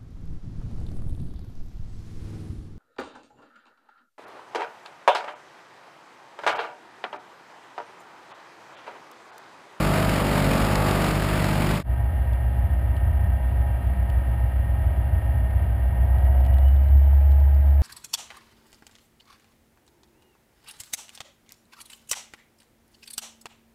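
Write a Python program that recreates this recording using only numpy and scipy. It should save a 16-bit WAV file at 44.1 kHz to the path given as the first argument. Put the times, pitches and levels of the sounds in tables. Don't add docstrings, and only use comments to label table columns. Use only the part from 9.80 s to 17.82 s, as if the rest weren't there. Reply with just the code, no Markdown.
import sys
import numpy as np
from scipy import signal
from scipy.fft import rfft, irfft, next_fast_len
from scipy.io import wavfile
from scipy.ndimage import map_coordinates

SR = 44100
rng = np.random.default_rng(int(sys.argv[2]) if len(sys.argv) > 2 else 0)


def boost_factor(decibels):
    exponent = np.asarray(decibels, float) / 20
    return 10 ** exponent


def to_wav(s):
    ch = np.atleast_2d(s).T
    pcm = np.round(np.clip(ch, -1, 1) * 32767)
    wavfile.write(sys.argv[1], SR, pcm.astype(np.int16))


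N = 353665


def unit(x):
    return x / np.sqrt(np.mean(x ** 2) + 1e-20)


def curves(rows):
    time_s, *columns = np.transpose(rows)
    return [np.interp(np.arange(N) / SR, time_s, column) for column in columns]


def wobble(rate_hz, size=N):
    coarse = np.arange(0, size + 128, 128)
    knots = rng.standard_normal(int(N * rate_hz / SR) + 4)
    return np.interp(np.arange(size), coarse, map_coordinates(knots, [coarse * rate_hz / SR]))


def step(x, width):
    return .5 + .5 * np.tanh(x / width)


def tone(turns, rms_db):
    return boost_factor(rms_db + 3) * np.cos(2 * np.pi * turns)


def filtered(x, response):
    size = next_fast_len(N + SR // 2)
    return irfft(rfft(x, size) * response(np.fft.rfftfreq(size, 1 / SR)), size)[..., :N]


def resonance(f, centre_hz, width_hz):
    damping = 1j * f * width_hz
    return damping / (centre_hz ** 2 - f * f + damping)


def ringing(x, modes):
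    def body(f):
        return sum((-1) ** k * boost_factor(db) * resonance(f, hz, width_hz)
                   for k, (hz, width_hz, db) in enumerate(modes))
    return unit(filtered(x, body))


def answer_db(modes, tone_hz):
    power = sum(boost_factor(2 * db) / (1 + (2 * (tone_hz - hz) / width_hz) ** 4) for hz, width_hz, db in modes)
    return 10 * np.log10(power)


def coloured(x, spectrum):
    hz, db = np.transpose(spectrum)
    return unit(filtered(x, lambda f: boost_factor(np.interp(np.log(f + 1), np.log(hz + 1), db))))


def pulses(turns, pattern, jitter_s, scatter):
    at = np.flatnonzero(np.diff(np.floor(turns)))
    chance = rng.standard_normal((len(at), 2))
    size = np.resize(pattern, len(at)) + scatter * chance[:, 0]
    at = np.clip(at + np.round(jitter_s * SR * chance[:, 1]).astype(int), 0, N - 1)
    return unit(np.bincount(at, size, N))


def gated(turns, depth):
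    return unit(np.exp(depth * np.cos(2 * np.pi * turns)) * rng.standard_normal(N))


def clicks(rows):
    t, x = np.arange(400) / SR, np.zeros(N + 400)
    for at_s, db in rows:
        x[round(at_s * SR):][:400] += boost_factor(db - 60 * t / .014) * rng.standard_normal(400)
    return x[:N]


# (multiple of firing rate, level [dB])
PIPE_DB = [(1, -27), (2, -28.5), (3, -27), (4, -33), (5, -48), (6, -46), (7, -47.5), (8, -46)]


def exhaust(firing):
    lag_turns = .32
    return sum(tone(k * firing - lag_turns * (k - 1), db + 1.1 * wobble(7)) for k, db in PIPE_DB)


# (time [s], peak [dB])
SNAPS_DB = [
    (0.8495, -26),
    (0.9557, -23),
    (1.1114, -22),
    (1.2456, -26),
    (1.6432, -26),
]


def exhaust_snaps():
    return boost_factor(11) * filtered(clicks(SNAPS_DB), lambda f: 1 / (1 + 1j * f / 4000))


# (frequency [Hz], level [dB])
BLADE_OVERTONES = [(45, -3), (90, -4), (180, 3), (270, -1.5), (400, -5), (480, -4.5), (620, 2.5), (720, -7),
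                   (860, -3.5), (1000, -11.5), (1200, -5), (1500, -16), (2200, -27.5)]


def propeller(blades, turned):
    low_db = -36 + 1.2 * wobble(2.06)
    bright_db = -37 - 5 * turned
    hz, db = np.transpose(BLADE_OVERTONES)
    heard, x = round(FADE_GAINS[1][0] * SR), np.zeros(N)
    for k in range(1, 46):
        base_db = low_db if k < 9 else np.asarray(bright_db)
        level_db = base_db[:heard] + np.interp(k * 45, hz, db) + 3 * wobble(7, size=heard)
        smear_turns = .17 * rng.standard_normal() + .13 * wobble(10, size=heard)
        x[:heard] -= tone(k * blades[:heard] + smear_turns, level_db)
    return x


# (frequency [Hz], level [dB per Hz])
WASH_SPECTRUM = [(12, -35), (20, -13.5), (60, -12.5), (160, -12), (255, -11.5), (440, -17.5), (615, -15),
                 (900, -17.5), (1200, -17), (2280, -20), (3750, -27.5), (4760, -27), (5900, -31.5),
                 (7600, -83)]


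def wash(blades, turned):
    air = gated(blades, depth=.2) + .22 * pulses(blades, [0], .0005, scatter=1)
    level_db = -26 - 1.1 * turned + .6 * wobble(12) + .9 * wobble(70)
    return boost_factor(level_db) * coloured(air, WASH_SPECTRUM)


# (time [s], firing rate [Hz], blade pass rate [Hz])
APRON_RATES = [
    (0, 50.41, 45.3),
    (.4, 50.85, 45.35),
    (.8, 50.75, 45.25),
    (1.2, 50.49, 44.97),
    (1.6, 50.34, 44.85),
    (2.03, 50.8, 45),
]


def apron():
    firing, blades = np.cumsum(curves(APRON_RATES), axis=1) / SR
    blades = blades - .32
    turn_s, turn_takes_s = 1.28, .056
    turned = step(np.arange(N) / SR - turn_s, turn_takes_s)
    return exhaust(firing) + wash(blades, turned) + propeller(blades, turned) + exhaust_snaps()


# (time [s], firing rate [Hz])
CABIN_RATE = [
    (2.05, 63.42),
    (6.1, 63.3),
    (6.4, 65.15),
    (6.8, 66.73),
    (7, 68.74),
    (7.2, 69.42),
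    (7.4, 69.85),
    (7.8, 70),
    (8.02, 70.4),
]


def throttle():
    firing_hz, = curves(CABIN_RATE)
    idle_hz, load_span_hz, smooth_hz = 63.6, 1.63, 67.6
    load = 1 - np.exp(-np.maximum(firing_hz - idle_hz, 0) / load_span_hz)
    return firing_hz, load, step(firing_hz - smooth_hz, .97)


def boom_level_db(load):
    return -22 + 8.5 * load


def boom(firing):
    _, load, smooth = throttle()
    gear_ratio = .8879
    blade_db = -30 - 7 * smooth
    firing_tone = tone(firing, boom_level_db(load) + .8 * wobble(12))
    return -firing_tone - tone(gear_ratio * firing, blade_db + wobble(5))


# (multiple of firing rate, level [dB])
HUM_TONES = [(.296, -37), (1.25, -11.5), (1.776, -12.5), (2, -28), (3, -25.5), (4, -30), (5, -33),
             (5.75, -43.5), (6, -35.5), (6.25, -49), (9.5, -32), (10.5, -39.5)]


def hum(firing):
    _, load, smooth = throttle()
    load_db = np.minimum(0, -1.3 * (boom_level_db(load) + 15.5)) - 4 * smooth
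    x = np.zeros(N)
    for multiple, db in HUM_TONES:
        turns = multiple * firing + .22 + .037 * wobble(2.2)
        x += tone(turns, db - 23 + load_db + 2.23 * wobble(5))
    return x


# (frequency [Hz], width [Hz], level [dB])
AIR_MODES = [(79.4, 16, -0.5), (99.9, 13.8, 2), (110.5, 12.5, -0.5), (147, 48, -17.5), (264, 18, -22.5)]


def thuds(firing):
    _, _, smooth = throttle()
    x = ringing(pulses(firing + .2, [0], .00064, scatter=1), AIR_MODES)
    x = filtered(x, lambda f: 1 / (1 + (f / 175) ** 4))
    return boost_factor(-26.5 - 8 * smooth + wobble(3)) * x


# (frequency [Hz], width [Hz], level [dB])
PANEL_MODES = [(384.5, 21, -13.5), (558.5, 45, -4), (640, 33, -1.5), (673, 34.5, -1), (759, 47.6, -4.5),
               (823, 36, -4.5), (917, 32, -6.5), (956.5, 35, -6)]
# (frequency [Hz], width [Hz], level [dB])
FITTING_MODES = [(1273, 80, -3), (1592, 79, -1.5), (1873, 64, 0), (2140, 68, -8), (2305, 92, -10),
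                 (2910, 210, -13.5), (3340, 71, -16)]


def clatter(firing):
    _, load, smooth = throttle()
    knock_db = -43 + 4 * load * (1 - smooth) + .5 * smooth
    rattle_db = -49.5 - 4 * smooth
    knock = pulses(firing, [1, .75, 1.05, .7], .00003, scatter=.15)
    valves = pulses(4 * firing + .3, rng.standard_normal(16), .00003, scatter=.3)
    pump = pulses(4 * firing + .6, rng.standard_normal(8), .00003, scatter=.3)
    blows = unit(boost_factor(-5) * knock + valves + pump)
    cycle_db = 1.6 * np.cos(np.pi * firing / 2)
    panel_drive = boost_factor(-12 * smooth) * blows + boost_factor(-3) * gated(firing / 2, depth=.65)
    fitting_drive = blows + boost_factor(-2.5) * gated(firing, depth=.21)
    panels = boost_factor(knock_db + cycle_db) * ringing(panel_drive, PANEL_MODES)
    return panels + boost_factor(rattle_db) * ringing(fitting_drive, FITTING_MODES)


# (frequency [Hz], width [Hz], level [dB])
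GEAR_CASE_MODES = [(2790, 110, -66), (2925, 80, -58.5), (3010, 50, -69)]


def whines(firing):
    firing_hz, load, _ = throttle()
    pump, gear, alternator = 29, 43.5, 54.43
    levels_db = [(pump, -55.5 - 25 * step(firing_hz - 67.2, .4)),
                 (gear, answer_db(GEAR_CASE_MODES, gear * firing_hz)),
                 (alternator, -76 - 14 * load)]
    return sum(tone(k * firing + .2 * wobble(25), db + 2.2 * wobble(30)) for k, db in levels_db)


# (frequency [Hz], width [Hz], level [dB])
SKIN_MODES = [(570, 24, -62), (626, 24, -48.5), (665, 30, -58), (722, 30, -48), (826, 46, -50)]


def skin(firing):
    firing_hz, _, _ = throttle()
    x = np.zeros(N)
    for k in range(9, 14):
        turns = k * firing + rng.random() + .06 * wobble(8)
        x += tone(turns, answer_db(SKIN_MODES, k * firing_hz) + 2.2 * wobble(10))
    return x


# (time [s], peak [dB], ring [dB])
TRIM_TICKS = [(2.5323, -51, 4), (3.1659, -53, 6), (4.2993, -52, 7), (5.7066, -57, 1), (6.3831, -54, 2),
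              (6.444, -53, -2), (6.6031, -54, -2), (6.6495, -52, 4), (6.6625, -49, 5), (6.7403, -49, -2),
              (6.7832, -51, 5), (6.883, -55, 0), (6.9628, -54, 2), (7.0366, -54, -5), (7.086, -55, -4),
              (7.1713, -55, 5), (7.2312, -55, 1), (7.5185, -50, -6), (7.6472, -54, -2), (7.7475, -54, -1),
              (7.8622, -54, -1), (7.8897, -55, -4), (7.9045, -56, -2), (8.004, -56, -2)]


def ticks(firing):
    _, load, _ = throttle()
    swings = unit(np.abs(pulses(2 * firing, [0], .001, scatter=1)) ** 2)
    chatter = boost_factor(2.5 * boom_level_db(load) - 32) * swings
    dry_ticks = clicks([(s, db + 9 - .4 * ring_db) for s, db, ring_db in TRIM_TICKS])
    rung = clicks([(s + .0012, db + 1.4 * ring_db + 19) for s, db, ring_db in TRIM_TICKS])
    trim = filtered(dry_ticks + chatter, lambda f: resonance(f, 3500, 3500))
    return trim + filtered(rung, lambda f: resonance(f, 3000, 450))


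# (frequency [Hz], level [dB per Hz])
HUSH_SPECTRUM = [(8.8, -44), (15, -20), (43, -9.5), (78, -9.5), (223, -21.5), (472, -35.5), (819, -36.5),
                 (1420, -42), (1870, -36), (2010, -41), (5900, -65), (7670, -106), (13000, -120)]


def hush():
    return boost_factor(-36 + .81 * wobble(6.4)) * coloured(rng.standard_normal(N), HUSH_SPECTRUM)


def cabin():
    firing = np.cumsum(throttle()[0] + .0997 * wobble(2)) / SR
    low = boom(firing) + hum(firing) + thuds(firing)
    return low + clatter(firing) + whines(firing) + skin(firing) + ticks(firing) + hush()


# (time [s], apron gain, cabin gain)
FADE_GAINS = [
    (1.96, 0.84, 0.12),
    (2.032, 0, 0.031),
    (2.036, 0.0076, 0.062),
    (2.11, 0.013, 1),
]


def scene():
    outside, inside = curves(FADE_GAINS)
    return (outside * apron() + inside * cabin())[None]


def top_cut(x):
    return signal.sosfilt(signal.butter(12, 15720, fs=SR, output="sos"), x)


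def record(dry):
    ceiling, hold_hz = .46, 12000

    def guard(f):
        low_pass = (f < hold_hz / 2) / (1 + (f / 5700) ** 24)
        return low_pass * f * f / (f * f + 18 ** 2)

    limited = dry / (1 + (dry / ceiling) ** 6) ** (1 / 6)
    guarded = filtered(limited, guard)
    sampled = guarded * (1 + 2 * np.cos(2 * np.pi * hold_hz * np.arange(N) / SR))
    held = filtered(sampled, lambda f: np.sinc(f / hold_hz) * (f < 15400))
    return top_cut(held)


dry = scene()
out = record(dry)
to_wav(out)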